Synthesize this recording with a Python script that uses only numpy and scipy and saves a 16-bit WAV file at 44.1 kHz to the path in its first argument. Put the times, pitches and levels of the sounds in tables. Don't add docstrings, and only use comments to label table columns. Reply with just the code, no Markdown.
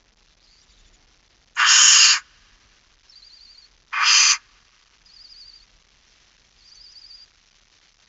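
import sys
import numpy as np
from scipy import signal
from scipy.fft import rfft, irfft, next_fast_len
from scipy.io import wavfile
from scipy.ndimage import uniform_filter1d, minimum_filter1d, map_coordinates

SR = 44100
rng = np.random.default_rng(int(sys.argv[2]) if len(sys.argv) > 2 else 0)


def generate_wav(signal):
    frames = np.transpose(np.atleast_2d(signal))
    scaled = np.clip(frames, -1, 1) * 32767
    pcm = np.round(scaled).astype(np.int16)
    wavfile.write(sys.argv[1], SR, pcm)


def ratio_of_db(decibels):
    return 10 ** (np.asarray(decibels, float) / 20)


N = 356328


def along(points, hz):
    point_hz, values = np.transpose(points)
    return np.interp(np.log(hz + 1), np.log(point_hz + 1), values)


def unit(x):
    return x / np.sqrt(np.mean(x ** 2) + 1e-20)


def coloured(x, db_at):
    size = next_fast_len(len(x) + 8192)
    gain = ratio_of_db(db_at(np.fft.rfftfreq(size, 1 / SR)))
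    return irfft(rfft(x, size) * gain, size)[:len(x)]


def rung(x, db_at):
    size = 2 * next_fast_len(len(x) // 2 + 4096)
    cepstrum = irfft(np.log(ratio_of_db(db_at(np.fft.rfftfreq(size, 1 / SR)))), size)
    cepstrum = cepstrum * np.r_[1, 2 * np.ones(size // 2 - 1), 1, np.zeros(size // 2 - 1)]
    return irfft(rfft(x, size) * np.exp(rfft(cepstrum)), size)[:len(x)]


def wobble(rate, count):
    knots = rng.standard_normal(count // 25 + 4)
    return map_coordinates(knots, [np.arange(count) * min(rate / SR, .04)])


def add(track, start_s, sound):
    sound = sound * signal.windows.tukey(len(sound), min(1, 300 / len(sound)))
    track[round(start_s * SR):][:len(sound)] += sound


def glide(length_s, start_hz, end_hz):
    u = np.linspace(0, 1, round(length_s * SR))
    hz = start_hz + (end_hz - start_hz) * u
    return np.sin(np.pi * u), 2 * np.pi * np.cumsum(hz) / SR


# time_s, throat_db, gape (about 0 shut, 1 wide), palate_hz, beak_hz, tip_db (re throat)
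HISS_POINTS = [
    [(1.552, -78, .6, 2800, 5100, 28), (1.57, -29.5, 0, 2800, 5000, -16), (1.6, -19, .3, 2900, 5125, -15),
     (1.64, -16.5, 0.04, 2900, 4900, -21), (1.69, -22, .85, 3020, 5200, 3),
     (1.88, -25.5, 0.95, 2920, 5550, 11.5), (1.99, -25, 1.0, 2830, 5000, 9),
     (2.125, -26, 1.02, 2700, 4900, 6.5), (2.18, -29, 0.4, 2310, 4966, -8.5),
     (2.22, -62.5, .5, 1970, 4790, -5.5)],
    [(3.921, -73, .2, 2350, 4950, -20.5), (3.93, -27.5, 0.12, 2350, 4950, -31),
     (4.005, -19.5, .05, 2280, 4900, -28.5), (4.075, -23, 0.9, 2800, 4950, -4.5),
     (4.16, -25.5, 1.0, 2760, 4900, 7), (4.32, -27.5, 1.0, 2604, 4910, 9),
     (4.36, -33.5, 0.6, 2140, 4900, -9), (4.39, -58, .2, 1900, 4930, -10)],
]
# (full, 7.5 dB down)
RESONANCE_WIDTHS = (1300, 900, 1200, 1200, 6960)
TIP_CENTRES = (6720, 6510)
# shut_db, gaping_db (both re throat)
GAPE_LEVELS = [(-9.5, 5), (-22, 8), (-41, -3.5)]
# frequency_hz, gain_db
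BOX_COLOUR = [(300, -33), (600, -19.5), (820, -10), (1000, -0.5), (2100, -2.5), (3400, -1), (5500, -2),
              (7200, 3), (7800, 13)]
# centre_hz, width_hz (centre to 1/e of the dB), gain_db
STANDING_WAVES = [
    [(1385, 60, -7), (1620, 130, 6), (2420, 70, 3), (2600, 70, -6), (2760, 60, 4), (3060, 80, 7),
     (3350, 100, -6), (4200, 550, 4), (5650, 110, 4), (6300, 110, -5), (6700, 110, 5), (7130, 90, 6)],
    [(1200, 100, 5), (1385, 60, -6), (2420, 90, 5), (2880, 60, -5), (3100, 100, 6), (3900, 250, -4),
     (5030, 130, 4), (5420, 170, -9), (5950, 100, 6), (6700, 130, -5), (7150, 100, 5)],
]


def hisses():
    out = np.zeros(N)
    for rows, tip_hz, waves in zip(HISS_POINTS, TIP_CENTRES, STANDING_WAVES):
        point_s, throat_db, *columns = np.transpose(rows)
        count = round((point_s[-1] - point_s[0]) * SR)
        turbulence = rng.standard_normal(count) * ratio_of_db(.7 * wobble(300, count))
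        hz, frame_s, spectrum = signal.stft(unit(turbulence), SR, nperseg=256)
        gape, palate_hz, beak_hz, tip_db = [np.interp(frame_s + point_s[0], point_s, c) for c in columns]
        palate_db, beak_db, jet_db = [shut + (wide - shut) * gape for shut, wide in GAPE_LEVELS]
        centres_hz = [1600, palate_hz, beak_hz, tip_hz, 5200]
        levels_db = [0, palate_db, beak_db, tip_db, jet_db]
        power = 0
        for centre, width, db in zip(centres_hz, RESONANCE_WIDTHS, levels_db):
            peak = (1 + (2 * (hz[:, None] - centre) / width) ** 2) ** -2.5
            power = power + peak / peak.mean(0) * ratio_of_db(2 * db)
        hiss = signal.istft(spectrum * np.sqrt(power), SR, nperseg=256)[1][:count]
        level_db = np.interp(point_s[0] + np.arange(count) / SR, point_s, throat_db)
        bare = np.zeros(N)
        add(bare, point_s[0], hiss * ratio_of_db(level_db))
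        fine_spacing_hz, fine_depth_db = 45, 2.5
        fine_db = fine_depth_db * rng.standard_normal(round(SR / 2 / fine_spacing_hz))

        def box_db(f):
            strong = sum(db * np.exp(-((f - centre) / width) ** 2) for centre, width, db in waves)
            return along(BOX_COLOUR, f) + map_coordinates(fine_db, [f / fine_spacing_hz]) + strong

        out += rung(bare, box_db)
    return out


# time_s, crest_hz, dip_depth_hz, crest_level_db, warbles_per_s
TWITTER_POINTS = [
    [(3.094, 5520, 703, -48.5, 11.8), (3.14, 4750, 750.4, -50.5, 11.6), (3.27, 4800, 697, -50.5, 11.4),
     (3.64, 4720, 470, -51, 13), (3.675, 4600, 470, -65, 12.05)],
    [(5.058, 5000, 685, -50, 11.4), (5.3, 5000, 650, -46, 12.5), (5.41, 4860, 501.7, -46, 11.7),
     (5.635, 4720, 430, -53.5, 12.1)],
    [(6.585, 4950, 700, -54, 12.9), (6.67, 4830, 551.5, -56.5, 12.05), (6.748, 5010, 549.7, -50, 12.05),
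     (6.76, 4453, 50, -52.5, 12.05), (6.79, 4890, 419, -48, 12.05), (6.83, 5060, 560, -47.5, 12),
     (7.08, 5000, 501.8, -48.5, 12.05), (7.23, 4830, 230.2, -48, 15.5), (7.255, 4830, 229, -61.5, 14.7)],
    [(.28, 4200, 400, -72, 13.3), (.43, 4300, 450, -69, 13.3)],
    [(.68, 4000, 400, -69, 13.3), (.875, 3800, 480, -69, 13.3)],
]
# start_s, length_s, start_hz, end_hz, peak_db
UPWARD_FLIP = (6.742, .03, 5501, 6750, -48.5)


def twitters():
    out = np.zeros(N)
    for rows in TWITTER_POINTS:
        point_s, *columns = np.transpose(rows)
        t = np.arange(point_s[0], point_s[-1], 1 / SR)
        crest_hz, depth_hz, crest_db, rate = [np.interp(t, point_s, c) for c in columns]
        dip = 1 - np.abs(np.cos(np.pi * np.cumsum(rate) / SR)) ** 1.3
        hz = crest_hz - depth_hz * dip + 15 * wobble(200, len(t))
        beads = .52 * wobble(120, len(t))
        breath = .19 * wobble(1300, len(t))
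        level = ratio_of_db(crest_db - 2 * dip) * (1 + beads + breath)
        add(out, point_s[0], np.sqrt(2) * level * np.sin(2 * np.pi * np.cumsum(hz) / SR))
    start_s, length_s, start_hz, end_hz, peak_db = UPWARD_FLIP
    swell, phase = glide(length_s, start_hz, end_hz)
    add(out, start_s, ratio_of_db(peak_db) * swell * np.sin(phase))
    return out


# start_s, length_s, centre_hz, width_hz (full, 6 dB down), level_db
VOICE_BREAKS = [(0.427, 0.043, 4900, 500, -62.5), (0.432, 0.072, 4270, 120, -63.5),
                (0.497, 0.082, 4564, 250, -61), (0.508, 0.025, 4980, 200, -64.5),
                (0.574, 0.051, 4820, 350, -62), (0.613, 0.017, 5700, 200, -59.5),
                (0.686, .03, 4687, 300, -64), (3.083, 0.039, 5220, 500, -61.5),
                (5.302, 0.016, 5417, 500, -61), (5.407, 0.012, 5560, 1300, -56.5),
                (6.674, 0.036, 5446, 1300, -55), (6.913, 0.017, 5570, 1610, -52.5)]


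def voice_breaks():
    out = np.zeros(N)
    for start_s, length_s, centre, width, db in VOICE_BREAKS:
        puff = rng.standard_normal(SR // 10)[:round(length_s * SR)]
        narrow = coloured(puff, lambda hz: -6 * (2 * (hz - centre) / width) ** 2)
        add(out, start_s, ratio_of_db(db) * unit(narrow))
    return out


# start_s, fall_hz (of the fundamental; negative rises), octave_peak_db
FAR_PEEPS = [(.619, -60, -55), (0.699, 103, -56.5), (0.779, 171.5, -58.5), (0.856, 99.5, -57),
             (.928, 312.5, -53)]


def peeps():
    length_s, start_hz, fundamental_db = .038, 3570, -11.5
    out = np.zeros(N)
    for start_s, fall_hz, db in FAR_PEEPS:
        swell, phase = glide(length_s, start_hz, start_hz - fall_hz)
        note = ratio_of_db(fundamental_db) * np.sin(phase) + np.sin(2 * phase)
        add(out, start_s, ratio_of_db(db) * swell * note)
    return out


def echoes(x, t60s, seconds):
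    hz, t, spectrum = signal.stft(rng.standard_normal(round(seconds * SR)), SR, nperseg=128)
    decay = ratio_of_db(-60 * t / along(t60s, hz)[:, None])
    tail = signal.istft(spectrum * decay, SR, nperseg=128)[1]
    return signal.fftconvolve(x, tail / np.linalg.norm(tail))[:N]


def box_walls(hiss, chicks):
    t60s = [(1000, .1), (1500, .22), (2300, .08), (5000, .06)]  # Hz, s
    return echoes(ratio_of_db(-16) * hiss + ratio_of_db(-8.5) * chicks, t60s, seconds=.25)


# frequency_hz, gain_db
BOX_OPENING = [(600, -1.5), (1800, -1), (3200, -7.5), (7000, -11)]
# frequency_hz, t60_s
BARN_DECAY = [(500, 1.2), (1000, 4.5), (2500, 2.3), (4000, 3.5), (7000, 0.39)]


def barn_answer(hiss):
    escaped = coloured(hiss, lambda hz: along(BOX_OPENING, hz))
    return ratio_of_db(-39.5) * echoes(escaped, BARN_DECAY, seconds=3.5)


# time_s, level_db
RUMBLE_LEVEL = [(0, -63.5), (.54, -63.5), (.7, -59.5), (.92, -58.5), (1.17, -63), (2.14, -63.5),
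                (2.68, -59), (2.99, -65.5), (4.66, -64), (4.819, -71), (5.02, -64), (6.97, -64),
                (8.08, -69.5)]
# (relative, per Hz)
RUMBLE_SPECTRUM = [(15, -23), (38, -2), (60, -14), (120, -22.5), (200, -24.5), (400, -28.5), (1000, -43.5),
                   (2000, -87)]


def rumble():
    time_s, level_db = np.transpose(RUMBLE_LEVEL)
    noise = unit(coloured(rng.standard_normal(N), lambda hz: along(RUMBLE_SPECTRUM, hz)))
    return noise * ratio_of_db(np.interp(np.arange(N) / SR, time_s, level_db))


# frequency_hz, gain_db
TREBLE_LIFT = [(300, -3), (1000, 6), (2000, 10.5), (4000, 10.5), (8000, 10.5)]
# frequency_hz, gain_db
CONVERTER_EDGE = [(6200, 0.5), (7000, -6.5), (7500, -9), (7900, -30.5), (8000, -65)]


def bright_db(hz):
    return along(TREBLE_LIFT, hz) + along(CONVERTER_EDGE, hz)


# time_s, level_db
MIC_HISS_LEVEL = [(0, -71.5), (1.5, -69.5), (2.302, -65), (2.998, -67.5), (4.499, -68), (6, -65), (8.08, -65.5)]


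def mic_hiss():
    time_s, level_db = np.transpose(MIC_HISS_LEVEL)
    noise = unit(coloured(rng.standard_normal(N), bright_db))
    return noise * ratio_of_db(np.interp(np.arange(N) / SR, time_s, level_db))


def scene():
    hiss = hisses()
    chicks = twitters() + voice_breaks() + peeps()
    answers = box_walls(hiss, chicks) + barn_answer(hiss)
    return (hiss + chicks + answers + rumble() + mic_hiss())[None]


def smear(x):
    spectrum = signal.stft(x, nperseg=256)[2]
    nearby = uniform_filter1d(uniform_filter1d(np.abs(spectrum) ** 2, size=5, axis=0), size=3, axis=1)
    noise = signal.stft(rng.standard_normal(len(x)), nperseg=256)[2]
    noise = unit(np.abs(noise)) * np.exp(1j * np.angle(noise))
    return signal.istft(noise * np.sqrt(np.abs(nearby)), nperseg=256)[1][:len(x)]


def log_steps(x):
    smallest = ratio_of_db(-58)
    v = x / smallest
    step = 2 ** np.floor(np.log2(np.maximum(np.abs(v), 16) / 16))
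    return (np.floor(v / step) + .5) * step * smallest


def limiter(x):
    ceiling = .95
    needed = minimum_filter1d(ceiling / np.maximum(np.abs(x), ceiling), size=401)
    return x * uniform_filter1d(uniform_filter1d(needed, size=199), size=199)


def low_pass(x):
    return signal.sosfilt(signal.butter(12, 7950, fs=SR, output="sos"), x)


def record(dry):
    heard = coloured(dry[0], lambda hz: -along(TREBLE_LIFT, hz))
    stepped = log_steps(signal.resample_poly(heard, 160, 441))
    streamed = stepped + ratio_of_db(-14) * smear(stepped)
    back = signal.resample_poly(streamed, 441, 160)[:N]
    mix = limiter(coloured(back, bright_db))
    return low_pass(mix[None])


dry = scene()
out = record(dry)
generate_wav(out)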